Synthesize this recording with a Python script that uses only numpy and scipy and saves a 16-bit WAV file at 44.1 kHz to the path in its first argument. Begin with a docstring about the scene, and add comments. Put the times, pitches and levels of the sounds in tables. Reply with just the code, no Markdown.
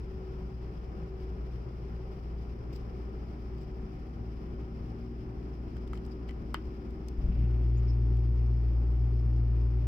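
"""Inside a slowly running express train, with floor rumble, hissing vents, a motor hum and two beating fans.
The microphone rises from a seat pocket to the tray top, and skin brushes briefly over its case.
A hand turns a plastic tray latch until it snaps: decaying modes, clacks, thuds, rattle and nail ticks.
Bumps and crumpling padding follow as the arm meets the seat, then sine orders of the motor drone low and loud.
Hums and rings are sines; rumble, hiss, rub and crumple are shaped noise; the hand gets a short reverberation."""
import sys
import numpy as np
from scipy import signal
from scipy.fft import rfft, irfft
from scipy.io import wavfile

SR = 44100
rng = np.random.default_rng(int(sys.argv[2]) if len(sys.argv) > 2 else 0)


def file_out(sig):
    """Save sig as 16-bit WAV at sys.argv[1]."""
    # one column per channel
    cols = np.atleast_2d(sig).T
    # limit, then scale
    lim = np.clip(cols, -1, 1)
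    pcm = np.round(lim * 32767).astype(np.int16)
    wavfile.write(sys.argv[1], SR, pcm)


N = 435266
TIME = np.arange(N) / SR  # seconds
BINS = np.maximum(np.fft.rfftfreq(2 ** 19, 1 / SR), 1)  # Hz, kept above zero for the logarithms

# Ringing modes of the tray and its latch: pitch_hz, level_db against the knock, t60_s
TRAY_MODES = [(930, -10, 0.048), (1270, -2, 0.023), (1510, -13, 0.014), (1820, -15, 0.032),
              (1990, -10, 0.044), (2230, -13, 0.034), (2540, -24, 0.02), (2950, -11.5, 0.036),
              (3080, -11, 0.036), (4200, -19, 0.03), (4970, -12.5, 0.036), (8320, -12, 0.011),
              (13200, -11, .007), (14400, -12, .007)]
# Latch knocks: start_s, level_db, favoured_hz at the point of contact, loss_db an octave away from it
LATCH_KNOCKS = [(5.768, -49, 1590, 9), (5.933, -35, 1270, 40), (5.934, -45, 2200, 12),
                (5.954, -53, 2300, 2.6), (5.975, -46, 3300, 40), (6.051, -62, 8400, 10),
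                (6.063, -60, 8400, 10), (6.289, -49, 3000, 6), (6.293, -40.5, 2500, 18),
                (6.309, -47, 2400, 10), (6.543, -31.5, 8000, 3), (6.5439, -29.5, 1230, 5),
                (6.5455, -27.5, 3200, 40)]
# The finger's grip shifts each mode from knock to knock; scale of the shift as a share of its pitch
GRIP_DETUNE = .012
# Each knock starts with a dead clack at its favoured pitch; level against the knock
CLACK_CYCLES, CLACK_DB = 3.3, 9
# Every knock also thuds in the seat back; level against the knock
THUD_HZ, THUD_DB, THUD_T60_S = 393, -3, 0.014
# Clack and thud are strongest at the heavy pitch and lose this much per octave away from it
HEAVY_KNOCK_HZ, LOSS_DB_PER_OCTAVE = 1250, 7.5
# A well-focused knock clacks and rattles less: dB per dB of its octave loss
FOCUS_SOFTENING = 0.48
# Colour of the loose tray's rattle: pitch_hz, width_hz, level_db
RATTLE_COLOUR = [(1000, 400, 1), (1750, 830, 2.5), (3400, 1200, -7), (5100, 700, -14)]
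RATTLE_DB, RATTLE_T60_S = -3.5, .1  # level against the knock, ahead of the colour

# Further fingernail ticks on plastic, most between knocks, one on the last knock: start_s, level_db ahead of
# the nail's colour, t60_s
NAIL_TICKS = [(5.876, -49, .015), (6.543, -31.5, .009), (6.6545, -55, .012), (6.907, -54, .012),
              (7.0845, -38, .014), (8.170, -49.5, 0.011)]
# The nail turning the latch ticks at every knock; level ahead of the nail's colour
KNOCK_NAIL_DB, KNOCK_NAIL_T60_S = -53, 0.021
# Resonances of a fingernail: pitch_hz, width_hz, level_db
NAIL_COLOUR = [(2800, 1400, -2.5), (4960, 880, 1.5), (7550, 1500, -6), (14600, 1900, -12.5)]
# Nails and fingers scraping in tiny slips: start_s, length_s, level_db ahead of the nail's colour
NAIL_SCRAPES = [(5.92, .075, -61), (6.09, .05, -66), (8.094, 0.089, -74)]
# Fingertip squeaks on smooth plastic: start_s, length_s, pitch_hz, level_db
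FINGER_SQUEAKS = [(6.105, 0.036, 4940, -64.5), (7.762, 0.036, 6860, -69.5), (7.87, 0.052, 5170, -59.5)]
SLIPS_PER_S, SQUEAK_WIDTH_HZ = 780, 380
# Hand strokes over the upholstery: start_s, length_s, level_db
CLOTH_STROKES = [(7.113, 0.64, -66.5), (7.624, 0.47, -71.5)]
# Colour of the rubbed cloth: pitch_hz, width_hz, level_db
CLOTH_COLOUR = [(1300, 600, 0.5), (2480, 800, 2.5)]
HAND_LEFT_DB = 7  # left minus right level of the hand's treble

# Skin brushing the microphone's case: start_s, length_s, level_db per Hz ahead of the case colour
CASE_BRUSHES = [(2.724, .018, -91), (2.732, 0.055, -95), (2.757, 0.01, -91.5), (3.568, .03, -102),
                (3.6, .045, -99)]
# Colour of the case: pitch_hz, width_hz, level_db
CASE_COLOUR = [(3000, 1100, -9), (4950, 600, -2), (7650, 900, -15), (12400, 500, -17), (14800, 800, -14)]

# The arm settling on the seat: start_s, drive_db ahead of the rocking envelope, rocking_hz
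ARM_BUMPS = [(7.18, -22, 42), (7.238, -18.5, 52), (7.283, -19, 43), (7.318, -29, 55), (7.364, -24, 48)]
# Padding crumpling under the arm: start_s, length_s, pitch_hz, width_hz, level_db per Hz
PADDING_CRUMPLES = [(7.17, 0.34, 164, 50, -58), (7.17, 0.19, 84, 32, -53), (7.16, 0.11, 260, 60, -65.5),
                    (7.17, .14, 540, 170, -81)]

MOTOR_HZ, FAN_HZ = 58.82, 376.45
# The motor's first two orders through the air
AIRBORNE_FIRST_DB, AIRBORNE_SECOND_DB = -40.4, -50.8
# The arm touches the seat, presses home and rests there
TOUCH_S, SETTLE_S = 7.3, 0.12
# Its pressure eases once, which weakens the drone's second order
EASE_S, EASE_WIDTH_S, EASE_SECOND_DB = 8.82, 0.16, -6
# The seat shakes with the train, so the drone throbs; it sags as the arm relaxes
THROB_HZ, THROB_DB, SAG_DB_PER_S = 8.1, .7, .4
FOURTH_ON_SEAT_DB = -3.5  # change of the fourth order once the arm rests on the seat
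# Lead of one fan over the other, which makes their blade tones beat: time_s, lead_cycles
FAN_LEAD_CURVE = [(0, -.4), (.72, .5), (3.4, 3.5), (5.62, 6.5), (7.3, 8.5), (8.57, 10.5), (9.87, 12.3)]
# Nearer fan's blade tone: time_s, level_db
FAN_LEVEL_CURVE = [(0, -52.5), (1.3, -51.5), (1.5, -59.5), (2.4, -58.5), (3.0, -54.5), (6.2, -53.5),
                   (7.6, -55), (9.87, -57.5)]
SECOND_FAN_DB = -6.5  # against the nearer fan
# Whines above the motor: pitch_hz, level_db
MOTOR_WHINES = [(1784, -85), (5266, -90)]

# Running noise of the carriage: pitch_hz, level_db per Hz
RUMBLE_SPECTRUM = [(18, -69), (40, -62), (72, -63.5), (95, -69.5), (135, -66.5), (200, -68.5), (250, -79),
                   (380, -73.5), (520, -83.5), (680, -87), (1000, -90), (1650, -98), (2400, -101),
                   (4000, -122)]
# Wall-panel resonances that colour the rumble: pitch_hz, width_hz, level_db per Hz
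PANEL_RESONANCES = [(776, 61, -86.5), (1003, 23, -89), (1110, 32, -92.5), (1234, 84, -89.5),
                    (1380, 130, -95)]
# Standing wave between the seat rows: pitch_hz, width_hz, level_db per Hz ahead of its height gain
SEAT_WAVE = [(303, 98, -73)]
# Higher standing wave, strong where the first is weak: pitch_hz, width_hz, level_db per Hz ahead of its gain
UPPER_SEAT_WAVE = [(385, 104, -84)]
# Gain of the higher wave, dropping as the microphone leaves the pocket: time_s, gain_db
UPPER_SEAT_WAVE_GAIN = [(0, 6), (3.15, 10.5), (3.5, -3), (6.6, -1), (7.2, -9)]
# Air from the vents: pitch_hz, level_db per Hz ahead of the height gain
AIR_SPECTRUM = [(800, -110), (2300, -100.5), (3300, -105), (3800, -110), (4500, -108), (5600, -111),
                (6400, -117), (7400, -122), (9000, -123), (14500, -123)]
# Vent-grille resonances: pitch_hz, width_hz, level_db per Hz ahead of the height gain
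GRILLE_RESONANCES = [(2960, 120, -106), (4910, 230, -105), (5280, 350, -104)]
PORT_LAG_S = .000385  # the left port hears the direct hiss this much later
# Likeness of the two ports in diffuse noise: pitch_hz, likeness from -1 to 1
PORT_LIKENESS = [(60, 0.99), (99, 1), (160, 0.97), (270, 0.99), (450, 0.49), (740, 0.58), (1220, -0.58),
                 (2010, 0.079), (3330, 0.21), (5500, -0.04), (9080, -0.23), (15000, 0.21)]
# Balance of diffuse noise: pitch_hz, left_minus_right_db
PORT_BALANCE = [(60, 1), (99, 4.5), (160, 0.5), (270, 3.5), (450, -1), (740, 0), (1220, 3), (2010, 3.5),
                (3330, 3), (5500, 8.5), (9080, -1.5), (15000, 2)]

# The microphone rises from the pocket to the top of the tray, through the standing waves
RISE_START_S, RISE_S = 2.32, 2.9
# Gains that follow its height: pocket_db, tray_db
RUMBLE_GAIN_DB, SEAT_WAVE_GAIN_DB, AIR_GAIN_DB = (0, -0.76), (-9, 2.5), (-2, -2.5)
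FOURTH_ORDER_DB = (-62.5, -51.5)  # level of the motor's fourth order: pocket_db, tray_db
CUTOFF_HZ = 15750


def latch():
    """Each contact excites the tray's modes, most near its favoured pitch, plus a clack, thud and rattle."""
    t = TIME[:SR // 8]
    rings, rattles, blows = np.zeros((2, N)), np.zeros((2, N)), np.zeros(N)
    for s, knock_db, favoured_hz, focus_db in LATCH_KNOCKS:
        for k, (hz, mode_db, t60) in enumerate(TRAY_MODES):
            focus_loss_db = focus_db * np.log2(hz / favoured_hz) ** 2
            strength_db = knock_db + mode_db - focus_loss_db + .7 * rng.standard_normal()
            gripped_hz = hz * (1 + GRIP_DETUNE * rng.uniform(-1.2, 1))
            # the ports hear each mode in a different phase; the treble leans to the left
            port_phase = np.array([[0], [(-1) ** k * 1.06]])
            mode = np.sin(2 * np.pi * gripped_hz * t + port_phase)
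            mode = mode * pan(HAND_LEFT_DB if hz > 1900 else -1.8)
            add(rings, s, decay(t, strength_db, t60) * mode)
        broad_db = knock_db - FOCUS_SOFTENING * focus_db
        weight_loss_db = LOSS_DB_PER_OCTAVE * abs(np.log2(favoured_hz / HEAVY_KNOCK_HZ))
        burst = np.sin(np.pi * np.minimum(favoured_hz * t / CLACK_CYCLES, 1)) ** 2
        clack = burst * np.sin(2 * np.pi * favoured_hz * t)
        add(blows, s, from_db(broad_db + CLACK_DB - weight_loss_db) * clack)
        thud = np.sin(2 * np.pi * THUD_HZ * t)
        add(blows, s, decay(t, knock_db + THUD_DB - weight_loss_db, THUD_T60_S) * thud)
        rattle = rng.standard_normal((2, len(t)))
        add(rattles, s, decay(t, broad_db + RATTLE_DB, RATTLE_T60_S) * rattle)
    # the small tray radiates little below its first mode
    weak_bass = signal.butter(2, 600, "high", fs=SR, output="sos")
    tray = rings + resonate(rattles, RATTLE_COLOUR) * pan(3)
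    return blows + signal.sosfilt(weak_bass, tray)


def fingers():
    """Decaying noise ticks and sparse slips ring the nail; narrow noise squeaks and broad noise rubs on cloth."""
    t = TIME[:SR // 8]
    scratches, squeaks = np.zeros((2, N)), np.zeros((2, N))
    knock_ticks = [(knock[0], KNOCK_NAIL_DB, KNOCK_NAIL_T60_S) for knock in LATCH_KNOCKS]
    for s, db, t60 in NAIL_TICKS + knock_ticks:
        add(scratches, s, decay(t, db, t60) * rng.standard_normal((2, len(t))))
    slip_moments = rng.random(N) < SLIPS_PER_S / SR
    slips = rms_one(slip_moments * rng.standard_normal((2, N)))
    scratches += slips * strokes(NAIL_SCRAPES)
    for s, length, hz, db in FINGER_SQUEAKS:
        pitch = [(hz, SQUEAK_WIDTH_HZ, 0)]
        squeak = resonate(rng.standard_normal((2, len(t))), pitch)
        squeak = rms_one(resonate(squeak, pitch))
        add(squeaks, s, from_db(db) * squeak * np.sin(np.pi * np.minimum(t / length, 1)))
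    cloth = rms_one(diffuse(humps(CLOTH_COLOUR)))
    rub = cloth * strokes(CLOTH_STROKES) * from_db(4.1 * drift(30))
    return resonate(scratches, NAIL_COLOUR) * pan(HAND_LEFT_DB) + squeaks + rub


def grip():
    """Skin sliding over the microphone's case makes a smooth, bright hiss, separate at each port."""
    hiss = np.array([noise(humps(CASE_COLOUR)), noise(humps(CASE_COLOUR))])
    return hiss * strokes(CASE_BRUSHES) * pan(HAND_LEFT_DB)


def bumps():
    """Soft blows rock the padded seat back in damped low sines, while noise crumples the padding."""
    t = TIME[:SR // 3]
    blows = np.zeros(N)
    for s, db, hz in ARM_BUMPS:
        soft_start = 1 - np.exp(-t / 0.007)
        rock = -np.sin(2 * np.pi * hz * t) * decay(t, 0, 0.11) * soft_start
        add(blows, s, from_db(db) * lowpass(2.0 * rock, 300))
    crumple = 0
    for s, length, hz, width, db in PADDING_CRUMPLES:
        crumple = crumple + noise(humps([(hz, width, db)])) * swell(s, length)
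    return (blows + crumple * from_db(2 * drift(35))) * pan(2.3)


def machines():
    """Motor orders and two beating fans hum in air; contact adds a solid-borne drone through the seat."""
    motor, fan = turning(MOTOR_HZ, 0.14), turning(FAN_HZ, 0.38)
    first = from_db(AIRBORNE_FIRST_DB + drift(4)) * np.cos(motor)
    second = from_db(AIRBORNE_SECOND_DB + 2.3 * drift(4)) * np.sin(2 * motor + .7 * drift(4))
    since_touch = TIME - TOUCH_S
    contact = np.clip(since_touch / SETTLE_S, 0, 1)
    eased = np.exp(-((TIME - EASE_S) / EASE_WIDTH_S) ** 2)
    throb_db = THROB_DB * np.cos(2 * np.pi * THROB_HZ * since_touch)
    pressure = contact * from_db(throb_db - SAG_DB_PER_S * since_touch)
    # in the seat the first two orders peak together: one sharp pull in every turn
    seat_first = from_db(-28.0 + 0.27 * drift(5)) * np.cos(motor)
    seat_second = from_db(-32.5 + EASE_SECOND_DB * eased + 1.0 * drift(8.7)) * np.cos(2 * motor)
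    seat_third = from_db(-55.5) * np.cos(3 * motor)
    drone = pressure * (seat_first + seat_second + seat_third)
    fourth_db = with_height(*FOURTH_ORDER_DB) + FOURTH_ON_SEAT_DB * contact + 1.6 * drift(2.5)
    fourth = from_db(fourth_db) * np.cos(4 * motor)
    fan_db, = in_time(FAN_LEVEL_CURVE)
    half_lead = np.pi * in_time(FAN_LEAD_CURVE)[0]  # radians
    pair = np.cos(fan + half_lead) + from_db(SECOND_FAN_DB) * np.cos(fan - half_lead)
    blades = from_db(fan_db + .7 * drift(2.5)) * pair
    blades = blades + from_db(-73.5 + 2 * drift(5)) * np.cos(2 * fan)
    whines = sum(from_db(db + 2 * drift(3)) * np.cos(turning(hz, 4)) for hz, db in MOTOR_WHINES)
    # the root of two makes each sine's level an RMS level
    return np.sqrt(2) * (fourth + blades + whines - first - second - drone) * pan(1.7)


def carriage():
    """Wheel rumble, standing waves between the seats and vent air, all as shaped noise."""
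    below_hearing = 1 / np.sqrt(1 + (14 / BINS) ** 4)
    above_rumble = 1 / (1 + (BINS / 7000) ** 4)
    colour = np.hypot(from_db(at_hz(RUMBLE_SPECTRUM)), humps(PANEL_RESONANCES))
    rumble = diffuse(colour * below_hearing * above_rumble)
    rumble = rumble * from_db(with_height(*RUMBLE_GAIN_DB) + 0.93 * drift(12))
    lower_wave = diffuse(humps(SEAT_WAVE)) * from_db(with_height(*SEAT_WAVE_GAIN_DB))
    upper_wave = diffuse(humps(UPPER_SEAT_WAVE)) * from_db(in_time(UPPER_SEAT_WAVE_GAIN)[0])
    air = diffuse(np.hypot(from_db(at_hz(AIR_SPECTRUM)), humps(GRILLE_RESONANCES)))
    # part of the hiss comes straight from the window side and reaches the right port first
    direct = noise(from_db(at_hz(AIR_SPECTRUM) - 5.5))
    air = air + np.array([np.roll(direct, round(PORT_LAG_S * SR)), direct])
    air = air * from_db(with_height(*AIR_GAIN_DB) + 1.4 * drift(27))
    return rumble + lower_wave + upper_wave + air


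def cabin(x):
    """Padded seats return a short, dull reverberation: a decaying, low-passed noise tail of unit energy."""
    t = TIME[:SR // 3]
    tail = lowpass(rng.standard_normal((2, len(t))), 3800)
    tail = tail * decay(t, 0, .17) * (t > .003)
    return signal.fftconvolve(x, rms_one(tail) / np.sqrt(len(t)), axes=1)[:, :N]


def turning(hz, wander_hz):
    """Phase of a rotor whose speed wanders slightly."""
    return 2 * np.pi * np.cumsum(hz + wander_hz * drift(3.37)) / SR


def with_height(pocket_db, tray_db):
    """A level that follows the microphone's smooth rise from pocket to tray."""
    height = np.sin(np.pi / 2 * np.clip((TIME - RISE_START_S) / RISE_S, 0, 1))
    return pocket_db + (tray_db - pocket_db) * height


def strokes(rows):
    """Summed gain of swelling strokes."""
    return sum(from_db(db) * swell(s, length) for s, length, db in rows)


def swell(s, length):
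    """A half-sine envelope that starts at time s."""
    return np.sin(np.pi * np.clip((TIME - s) / length, 0, 1))


def decay(t, level_db, t60):
    """Gain that falls 60 dB in t60 seconds."""
    return from_db(level_db - 60 * t / t60)


def diffuse(gain):
    """Noise from all round, with frequency-dependent likeness and balance of the two ports."""
    alike = np.clip(at_hz(PORT_LIKENESS), -.999, .999)
    left = from_db(at_hz(PORT_BALANCE) / 2)
    size = 2 * len(BINS) - 2
    mid = rfft(noise(gain * np.sqrt((1 + alike) / 2)), size)
    side = rfft(noise(gain * np.sqrt((1 - alike) / 2)), size)
    return irfft([(mid + side) * left, (mid - side) / left])[:, :N]


def noise(gain):
    """Noise with the given amplitude per root hertz."""
    real, imaginary = rng.standard_normal((2, len(BINS)))
    return irfft(gain * (real + 1j * imaginary) * np.sqrt(SR * len(BINS) / 2))[:N]


def drift(rate_hz):
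    """Slow random wander with unit RMS."""
    return rms_one(noise(1 / (1 + (BINS / rate_hz) ** 2)))


def humps(resonances):
    """Summed gain of bell-shaped resonances over frequency."""
    return sum(from_db(db) / (1 + ((BINS - hz) / width * np.sqrt(2)) ** 2) for hz, width, db in resonances)


def resonate(x, resonances):
    """Parallel two-pole resonances with alternating signs."""
    out = 0
    for k, (hz, width, db) in enumerate(resonances):
        r = np.exp(-np.pi * width / SR)  # pole radius
        numerator = [(1 - r * r) / 2, 0, (r * r - 1) / 2]
        denominator = [1, -2 * r * np.cos(2 * np.pi * hz / SR), r * r]
        # the tiny offset avoids slow denormal numbers
        out = out + (-1) ** k * from_db(db) * signal.lfilter(numerator, denominator, x + 1e-18)
    return out


def lowpass(x, hz, order=2):
    """Butterworth low-pass."""
    return signal.sosfilt(signal.butter(order, min(hz, .45 * SR), fs=SR, output="sos"), x)


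def in_time(rows):
    """Each column of a curve at every sample."""
    s, *columns = np.transpose(rows)
    return [np.interp(TIME, s, column) for column in columns]


def at_hz(points):
    """A spectrum table at every frequency, interpolated over log pitch."""
    hz, value = np.transpose(points)
    return np.interp(np.log(BINS), np.log(hz), value)


def pan(left_db):
    """Gains of the two channels for a left-minus-right level in dB."""
    return from_db(np.array([[left_db], [-left_db]]) / 2)


def add(track, s, sound):
    """Mix a sound in from time s."""
    at = round(s * SR)
    track[..., at:at + sound.shape[-1]] += sound[..., :N - at]


def from_db(db):
    """Decibels to gain."""
    return 10 ** (np.asarray(db) / 20)


def rms_one(x):
    """Scale to unit power."""
    return x / np.sqrt(np.mean(x ** 2) + 1e-20)


def scene():
    """The hand close to the microphone, with the seat, machines and carriage around it."""
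    hand = latch() + fingers()
    room = from_db(-20.5) * cabin(hand)
    return hand + room + grip() + bumps() + machines() + carriage()


def record(dry):
    """A steep elliptic low-pass cuts the top."""
    return signal.sosfilt(signal.ellip(10, .1, 80, CUTOFF_HZ, fs=SR, output="sos"), dry)


dry = scene()
out = record(dry)
file_out(out)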